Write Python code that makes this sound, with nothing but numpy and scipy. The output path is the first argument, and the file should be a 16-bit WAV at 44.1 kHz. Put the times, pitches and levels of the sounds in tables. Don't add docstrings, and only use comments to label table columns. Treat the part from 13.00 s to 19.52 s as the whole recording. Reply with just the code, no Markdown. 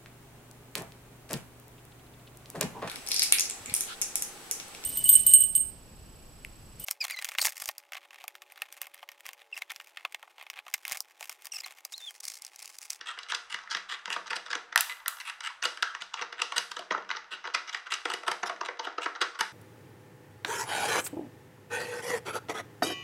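import sys
import numpy as np
from scipy import signal
from scipy.fft import rfft, irfft, next_fast_len
from scipy.io import wavfile

SR = 44100
rng = np.random.default_rng(int(sys.argv[2]) if len(sys.argv) > 2 else 0)


def store_pcm(level_fs):
    pcm = np.round(np.clip(level_fs, -1, 1) * 32767).astype(np.int16)
    wavfile.write(sys.argv[1], SR, np.atleast_2d(pcm).T)


N = 287661
TOP_HZ = 16000
HIT_GAIN = np.sqrt(SR / 100)


def undb(db):
    return 10 ** (np.asarray(db) / 20)


def unit(x):
    return x / np.sqrt(np.sum(x ** 2) + 1e-18)


def fade(t, t60):
    return np.exp(-np.log(1000) * t / t60)


def noise_burst(t, t60):
    return unit(rng.standard_normal(len(t)) * fade(t, t60))


def peak(x, hz, q):
    return signal.lfilter(*signal.iirpeak(hz, q, fs=SR), x)


def colour(x, spectrum):
    hz, db = np.transpose(spectrum)
    bins_hz = np.maximum(np.fft.rfftfreq(len(x), 1 / SR), 1)
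    return irfft(rfft(x) * undb(np.interp(np.log(bins_hz), np.log(hz), db)), len(x))


def add(track, s, x):
    i = max(int(s * SR), 0)
    track[i:i + len(x)] += x[:max(len(track) - i, 0)]


# f/Hz, relative level/dB
ROOM_TONE = [(45, -15), (80, -23), (330, -25), (520, -11.5), (1400, 4), (14000, -45)]
def room_tone(rms_db=-56.5):
    noise = colour(rng.standard_normal(next_fast_len(N)), ROOM_TONE)[:N]
    return unit(noise) * np.sqrt(N) * undb(rms_db)


# f/Hz, level/dB
CUP_MODES = [(350, -12), (476, -1.5), (722, 2), (925, 1.5), (1130, -0.5), (1260, 2), (1410, 2.5),
             (1520, 1.5), (1700, 1.5), (2020, 2.5), (2895, 4), (3250, -0.5)]
def cup_ring(t60, crack_db, crack_t60, detune=0.02, scatter_db=3):
    t = np.arange(SR // 10) / SR
    hz, db = np.transpose(CUP_MODES)[:, :, None]
    shift, weight, polarity = rng.standard_normal((3, len(CUP_MODES), 1))
    ring_s = t60 * (hz / 1000) ** -.6
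    modes = np.sin(2 * np.pi * hz * (1 + detune * shift) * t) * fade(t, ring_s) / np.sqrt(ring_s)
    ring = np.sum(np.sign(polarity) * undb(db + scatter_db * weight) * modes, axis=0)
    return unit(ring) + undb(crack_db) * noise_burst(t, crack_t60)


def room_tail(x, t60):
    stored = signal.lfilter([1], [1, -fade(2 / SR, t60)], x ** 2)
    return np.sqrt(stored) * rng.standard_normal(len(x))


BORDERS = [285, 800, 2400, 6500, 15000]
REGISTER_BANDS = [signal.butter(5, pair, "band", fs=SR, output="sos") for pair in zip(BORDERS, BORDERS[1:])]
# t60/s, level over direct sound/dB
TAILS = [(0.34, -9.5), (0.22, -6.5), (0.36, -10), (0.46, -11)]
def registers(x, spot_hz, levels_db, spot_q, tail_db=0, base_hz=470, base_q=0.74,
              edge_hz=3400, edge_q=0.86, tick_soft_hz=18000):
    x = np.pad(x, (0, SR // 3))
    cut_hz = np.clip(tick_soft_hz * undb((levels_db[3] - levels_db[2]) / 2), BORDERS[3] / 2, TOP_HZ)
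    shapes = (lambda v: peak(v, base_hz, base_q),
              lambda v: peak(peak(v, spot_hz, spot_q), spot_hz, 0.99),
              lambda v: peak(peak(v, edge_hz, edge_q), edge_hz, edge_q),
              lambda v: signal.lfilter(*signal.butter(4, cut_hz, fs=SR), v))
    out = 0
    for shape, sos, db, (t60, wet_db) in zip(shapes, REGISTER_BANDS, levels_db, TAILS):
        direct, diffuse = shape(signal.sosfilt(sos, np.array([x, room_tail(x, t60)])))
        out += undb(db) * (rng.choice([-1, 1]) * unit(direct) + undb(wet_db + tail_db) * unit(diffuse))
    return out


def slips(seconds, per_s, spread_db, catch_db=2.5):
    n = max(int(seconds * SR), 2)
    knots = np.arange(0, n, SR // 200)
    grip = np.interp(np.arange(n), knots, rng.standard_normal(len(knots)))
    size = undb(spread_db * rng.standard_normal(n) + catch_db * grip) * rng.choice([-1, 1], n)
    released = rng.random(n) < per_s / SR
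    return size * released * np.sin(np.pi * np.arange(n) / n) ** 0.49


def blow(cling, scuff_s, scuff=0.76, chatter=0.61, chatter_s=.0018):
    ring = cup_ring(t60=0.021, crack_db=1.0, crack_t60=0.01)
    out = np.zeros(2 * len(ring))
    push = unit(slips(2 * scuff_s, per_s=4000, spread_db=-0.5))
    add(out, 0, cling * scuff * signal.fftconvolve(push, ring))
    add(out, scuff_s, ring)
    for bounce, delay in enumerate(np.cumsum(chatter_s * (.5 + rng.random(2))), start=1):
        add(out, scuff_s + delay, (cling * chatter) ** bounce * ring)
    return out


# t/s, gain/dB
SHEEN = [(0, -0.5), (1.1, 2), (2.8, 5), (3.3, -3), (3.6, 7), (3.85, 0.5), (4.1, -8), (4.55, -2.5),
         (5.3, 8.5), (5.85, -5.5), (6.4, 9)]
def sheen(s):
    return np.interp(s, *np.transpose(SHEEN))


# t/s, wall level/dB, spot f/Hz, hardness (edge over wall)/dB, base over wall/dB
KNOCKS = [(0.0113, -42, 1720, 0.5, -16.5), (0.176, -42, 1590, -10, -12), (0.1889, -42.5, 1730, 4.5, -25),
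          (0.2324, -51.5, 1700, 7, -12), (0.321, -30, 1470, -2.5, -22.5), (0.3356, -33.5, 1490, -9, -23.5),
          (0.3484, -42, 1640, 13, -10.5), (0.5437, -32, 1870, -1.5, -21.5), (0.588, -42, 1550, -8.5, -37),
          (0.675, -43.5, 1740, -15, -31.5), (0.749, -29.5, 1820, -1, -18.5),
          (0.7702, -36.5, 2040, -0.5, -17), (1.057, -38, 1620, 0.5, -27), (1.079, -39, 1580, -8, -10),
          (1.129, -41.5, 1630, 9.5, -14), (1.1631, -31.5, 1440, -8.5, -8.5),
          (1.3127, -34.5, 1220, -13, -10.5), (1.3318, -31, 1630, -4.5, -20.5),
          (1.3646, -38.5, 1660, 3.5, -5), (1.531, -28.5, 1710, -6.5, -19), (1.553, -34, 1420, 0.5, -6.5),
          (1.726, -38, 1630, -7.5, -18.5), (2.2984, -38.5, 1610, -4, -38), (2.4067, -40, 1870, -1.5, -27.5),
          (2.626, -34, 1590, -1, -16), (2.654, -29, 1720, 4, -9.5), (2.7734, -39.5, 1770, -3, -23),
          (2.8247, -29, 1650, -0.5, -37.5), (2.9495, -35.5, 1570, -5.5, -20.5),
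          (3.021, -41.5, 1540, 6, -16), (3.1405, -36.5, 1300, 2, -19), (3.2135, -37.5, 1460, -1.5, -4),
          (3.2214, -35, 1610, -2.5, -14.5), (3.228, -40, 1550, -5, -19), (3.327, -38, 1890, -3, -12),
          (3.4195, -32, 1410, 7, -10.5), (3.522, -33.5, 1410, -2.5, -10.5), (3.581, -31, 1750, 6.5, -15.5),
          (3.7164, -39, 1420, 1.5, -17.5), (3.7677, -36, 1430, -1.5, -10), (3.7923, -44.5, 1290, 5, 5.5),
          (3.9092, -28, 1750, -7.5, -5), (3.948, -29, 1310, -21, -14), (3.978, -39, 1100, -10, -1.5),
          (4.092, -41, 1120, -3.5, -18), (4.104, -31, 1540, -11, -24), (4.1128, -32.5, 1790, -1.5, -20),
          (4.1506, -40.5, 1560, -6, -11), (4.4741, -36.5, 1160, -4, -7), (4.5479, -25, 1850, -4, -15.5),
          (4.7466, -32, 1740, -4, -18), (4.9223, -32.5, 1480, 1.5, -21), (4.9398, -35.5, 1830, 4, -17),
          (5.0545, -29.5, 1690, -4, -4), (5.101, -34, 1430, -1.5, -13.5), (5.1374, -35, 1510, 2.5, -6.5),
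          (5.234, -41.5, 1290, -9, -6), (5.2804, -26, 1430, -5, -6.5), (5.316, -31, 1800, -1.5, -8),
          (5.432, -30, 1310, -9.5, -8), (5.4373, -32, 1230, -15.5, -8.5), (5.497, -32, 1610, -6, -3.5),
          (5.6121, -31, 1000, -9, -7), (5.6862, -31.5, 1680, -13.5, -5.5), (5.7957, -32.5, 1050, -4, -6.5),
          (5.871, -33.5, 1370, -10.5, -4), (5.9823, -30.5, 1280, -10, -6), (6.0605, -27, 1640, -11.5, -9.5),
          (6.215, -25.5, 1650, -2, -11), (6.409, -24, 1780, -3, -16.5)]
def knocks(base_db=-1.7, tick_db=-18, tick_growth=1.33, scuff_s=0.0053, lead_s=.0004, cling_db=-21):
    out = np.zeros(N)
    for s, db, spot_hz, hardness, base in KNOCKS:
        cling = 1 / (1 + undb(cling_db - base))
        tick = tick_db + tick_growth * hardness + sheen(s)
        levels = db + np.array([base + base_db, 0, hardness, tick])
        spot_q = 0.75 * undb(-base / 3)
        add(out, s - scuff_s - lead_s, HIT_GAIN * registers(blow(cling, scuff_s), spot_hz, levels, spot_q))
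    return out


def pressure(s, reach_s=0.13):
    when, *_, base = np.transpose(KNOCKS)
    return np.average(base, weights=1 / (1 + ((s - when) / reach_s) ** 2) ** 2)


# start t/s, end t/s, wall level/dB, hardness (edge over wall)/dB
DRAGS = [(0.056, 0.124, -42, 1.5), (0.285, 0.323, -42.5, 2.5), (0.496, 0.538, -42.5, 2),
         (0.698, 0.742, -38, 0.5), (0.886, 0.958, -40, 0), (1.093, 1.148, -39, 0.5),
         (1.267, 1.285, -45, -1), (1.299, 1.317, -36, -1), (1.351, 1.375, -42.5, 1.5),
         (1.456, 1.476, -44, -3.5), (1.496, 1.522, -38, -2), (1.885, 1.929, -44, 1.5),
         (2.198, 2.219, -44, 1.5), (2.249, 2.31, -44.5, 1.5), (2.431, 2.479, -38, -0.5),
         (2.632, 2.649, -34.5, 0.5), (2.833, 2.938, -46, -20), (3.004, 3.022, -47, -1.5),
         (3.165, 3.21, -43, -3.5), (3.369, 3.423, -42, -2.5), (3.559, 3.58, -32, -0.5),
         (3.91, 3.931, -33, -10), (4.158, 4.173, -38, -2.5), (4.307, 4.355, -42, 2.5),
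         (4.44, 4.468, -38.5, -8.5), (4.536, 4.559, -37, 3.5), (4.672, 4.701, -43, 0.5),
         (4.718, 4.777, -45.5, 1.5), (4.86, 4.877, -40.5, -7), (4.903, 4.956, -40, 1.5),
         (5.056, 5.16, -42.5, -2), (5.261, 5.297, -38.5, -5.5), (5.456, 5.483, -42, 0.5),
         (5.644, 5.669, -44, 1.5), (5.828, 5.86, -45, 3.5), (6.01, 6.057, -44, 3.5),
         (6.149, 6.165, -39.5, -8.5), (6.206, 6.233, -30, -3), (6.347, 6.365, -44, -8),
         (6.388, 6.413, -36, -4)]
def drags(base_db=-5, tick_db=-16, tick_growth=2.1, deep_hz=1300, rise_per_db=0.02, quick_s=0.032):
    out = np.zeros(N)
    for start, end, db, hardness in DRAGS:
        base = pressure((start + end) / 2)
        push = slips(end - start, per_s=1900, spread_db=6.5)
        scrape = signal.fftconvolve(push, cup_ring(t60=0.024, crack_db=5.5, crack_t60=0.0033))
        tick = tick_db + tick_growth * hardness + sheen(start)
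        levels = db + np.array([base + base_db, 0, hardness, tick])
        spot_hz = deep_hz * (1 + rise_per_db * (hardness - base))
        spot_q = 0.81 * undb(-min(hardness, 0))
        edge_q = np.sqrt(abs(end - start) / quick_s)
        sound = registers(scrape, spot_hz, levels, spot_q, edge_hz=2930, edge_q=edge_q, tick_soft_hz=17200)
        add(out, start, np.sqrt(len(push)) * sound)
    return out


def wet_ticks(per_s=11, mean_db=-50, spread_db=4, centre_hz=1400):
    out = np.zeros(N)
    for when, size, spot in rng.random((int(per_s * N / SR), 3)):
        s = when * N / SR
        levels = mean_db + spread_db * (2 * size - 1) + np.array([pressure(s) - 13, -1.5, -6, -28])
        ring = cup_ring(t60=0.025, crack_db=-2, crack_t60=0.0088)
        add(out, s, HIT_GAIN * registers(ring, centre_hz * 2 ** (spot - .5), levels, spot_q=3))
    return out


# t/s, level/dB
BUMPS = [(0.33, -68), (0.535, -60), (0.753, -58), (1.076, -54.5), (1.161, -60.5), (1.312, -61),
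         (1.356, -58.5), (1.549, -61.5), (2.652, -64.5), (3.01, -64), (3.213, -63), (3.573, -55),
         (3.785, -62), (3.91, -46.5), (4.33, -65), (5.133, -59.5), (5.273, -58), (5.307, -53), (5.429, -51),
         (6.221, -61.5), (6.403, -51)]
def bumps(hz=195, detune=0.06, t60=0.13, attack_s=0.0044, second_db=-2):
    out, t = np.zeros(N), np.arange(SR // 5) / SR
    envelope = fade(t, t60) * (1 - np.exp(-t / attack_s)) ** 2
    for s, db in BUMPS:
        first_hz, second_hz = hz * (1 + detune * rng.uniform(-1, 1, 2))
        ring = np.sin(2 * np.pi * first_hz * t) + undb(second_db) * np.sin(2 * np.pi * second_hz * t)
        add(out, s, undb(db) * HIT_GAIN * unit(ring * envelope))
    return out


# t/s, wall level/dB, f/Hz, resonance Q, edge over wall/dB, tick over wall/dB, extra tail/dB
SNAPS = [(1.759, -17, 1850, 2, -9.5, -12.5, -11), (1.7768, -29.5, 1380, 1.3, 5.5, -1.5, 5),
         (1.808, -45, 1500, 1.2, 16, 20.5, -0.5), (2.06, -32.5, 1520, 2.2, -8, -23, 4),
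         (2.081, -37.5, 1280, 4.7, 4, 10, -0.5), (2.8282, -22.5, 1500, 10.6, -5.5, -28, -3)]
def snaps(lead_s=0.00037, base_db=-23):
    out = np.zeros(N)
    for s, db, spot_hz, spot_q, edge, tick, tail_db in SNAPS:
        ring = cup_ring(t60=0.014, crack_db=3, crack_t60=0.011)
        levels = db + np.array([base_db, 0, edge, tick])
        crack = registers(ring, spot_hz, levels, spot_q, tail_db, base_hz=760, base_q=3.7)
        add(out, s - lead_s, HIT_GAIN * crack)
    return out


# start t/s, end t/s, f/Hz, rms level/dB
SQUEAKS = [(1.888, 1.94, 2005, -44), (2.893, 2.917, 3130, -54)]
def squeaks(rise=0.022, jitter=0.15, tail_t60=0.36, tail_db=-9):
    out, t = np.zeros(N), np.arange(SR // 3) / SR
    for start, end, hz, db in SQUEAKS:
        progress = np.linspace(0, 1, int((end - start) * SR))
        pitch = hz * (1 + rise * progress + jitter * rng.standard_normal(len(progress)))
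        note = 2 * undb(db) * np.sin(np.pi * progress) * np.sin(2 * np.pi * np.cumsum(pitch) / SR)
        add(out, start, note)
        add(out, start, undb(tail_db) * signal.fftconvolve(note, noise_burst(t, tail_t60)))
    return out


# f/Hz, gain/dB
TREBLE_COLOUR = [(3080, -4.5), (3950, 1.5), (4300, -6), (4900, 3), (5370, 1.5), (5950, 4), (6330, 1.5),
                 (6900, -2), (8000, 3.5), (10500, 2.5)]
def treble_colour(x, width_hz=210):
    for hz, db in TREBLE_COLOUR:
        x = x + (undb(db) - 1) * peak(x, hz, q=hz / width_hz * undb(db / 2))
    return x


def reflections(x, gain_db=-4, t60=0.3, band_hz=(186, 1700)):
    t = np.arange(SR // 2) / SR
    dull = signal.butter(1, band_hz, "band", fs=SR, output="sos")
    echoes = signal.sosfilt(dull, noise_burst(t, t60))
    return undb(gain_db) * signal.fftconvolve(x, echoes)[:N]


LOW_MODES = [188, 221, 312, 382, 474, 630, 722, 937]
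def lingering_modes(x, t60=0.99, gain_db=3):
    return undb(gain_db) * sum(peak(x, hz, q=np.pi * hz * t60 / np.log(1000)) for hz in LOW_MODES)


# f/Hz, side over mid/dB
WIDTH = [(80, -13), (350, -25), (1400, -39), (2800, -30), (5000, -24)]
def scene():
    cup = treble_colour(knocks() + drags() + snaps() + wet_ticks()) + squeaks() + bumps()
    mid = cup + reflections(cup) + lingering_modes(cup) + room_tone()
    near_echoes = unit(rng.standard_normal(SR // 40))
    side = colour(signal.fftconvolve(mid, near_echoes)[:N], WIDTH)
    return np.array([mid + side, mid - side])


def record(dry):
    return signal.sosfilt(signal.ellip(8, .2, 70, TOP_HZ, fs=SR, output="sos"), dry)


dry = scene()
out = record(dry)
store_pcm(out)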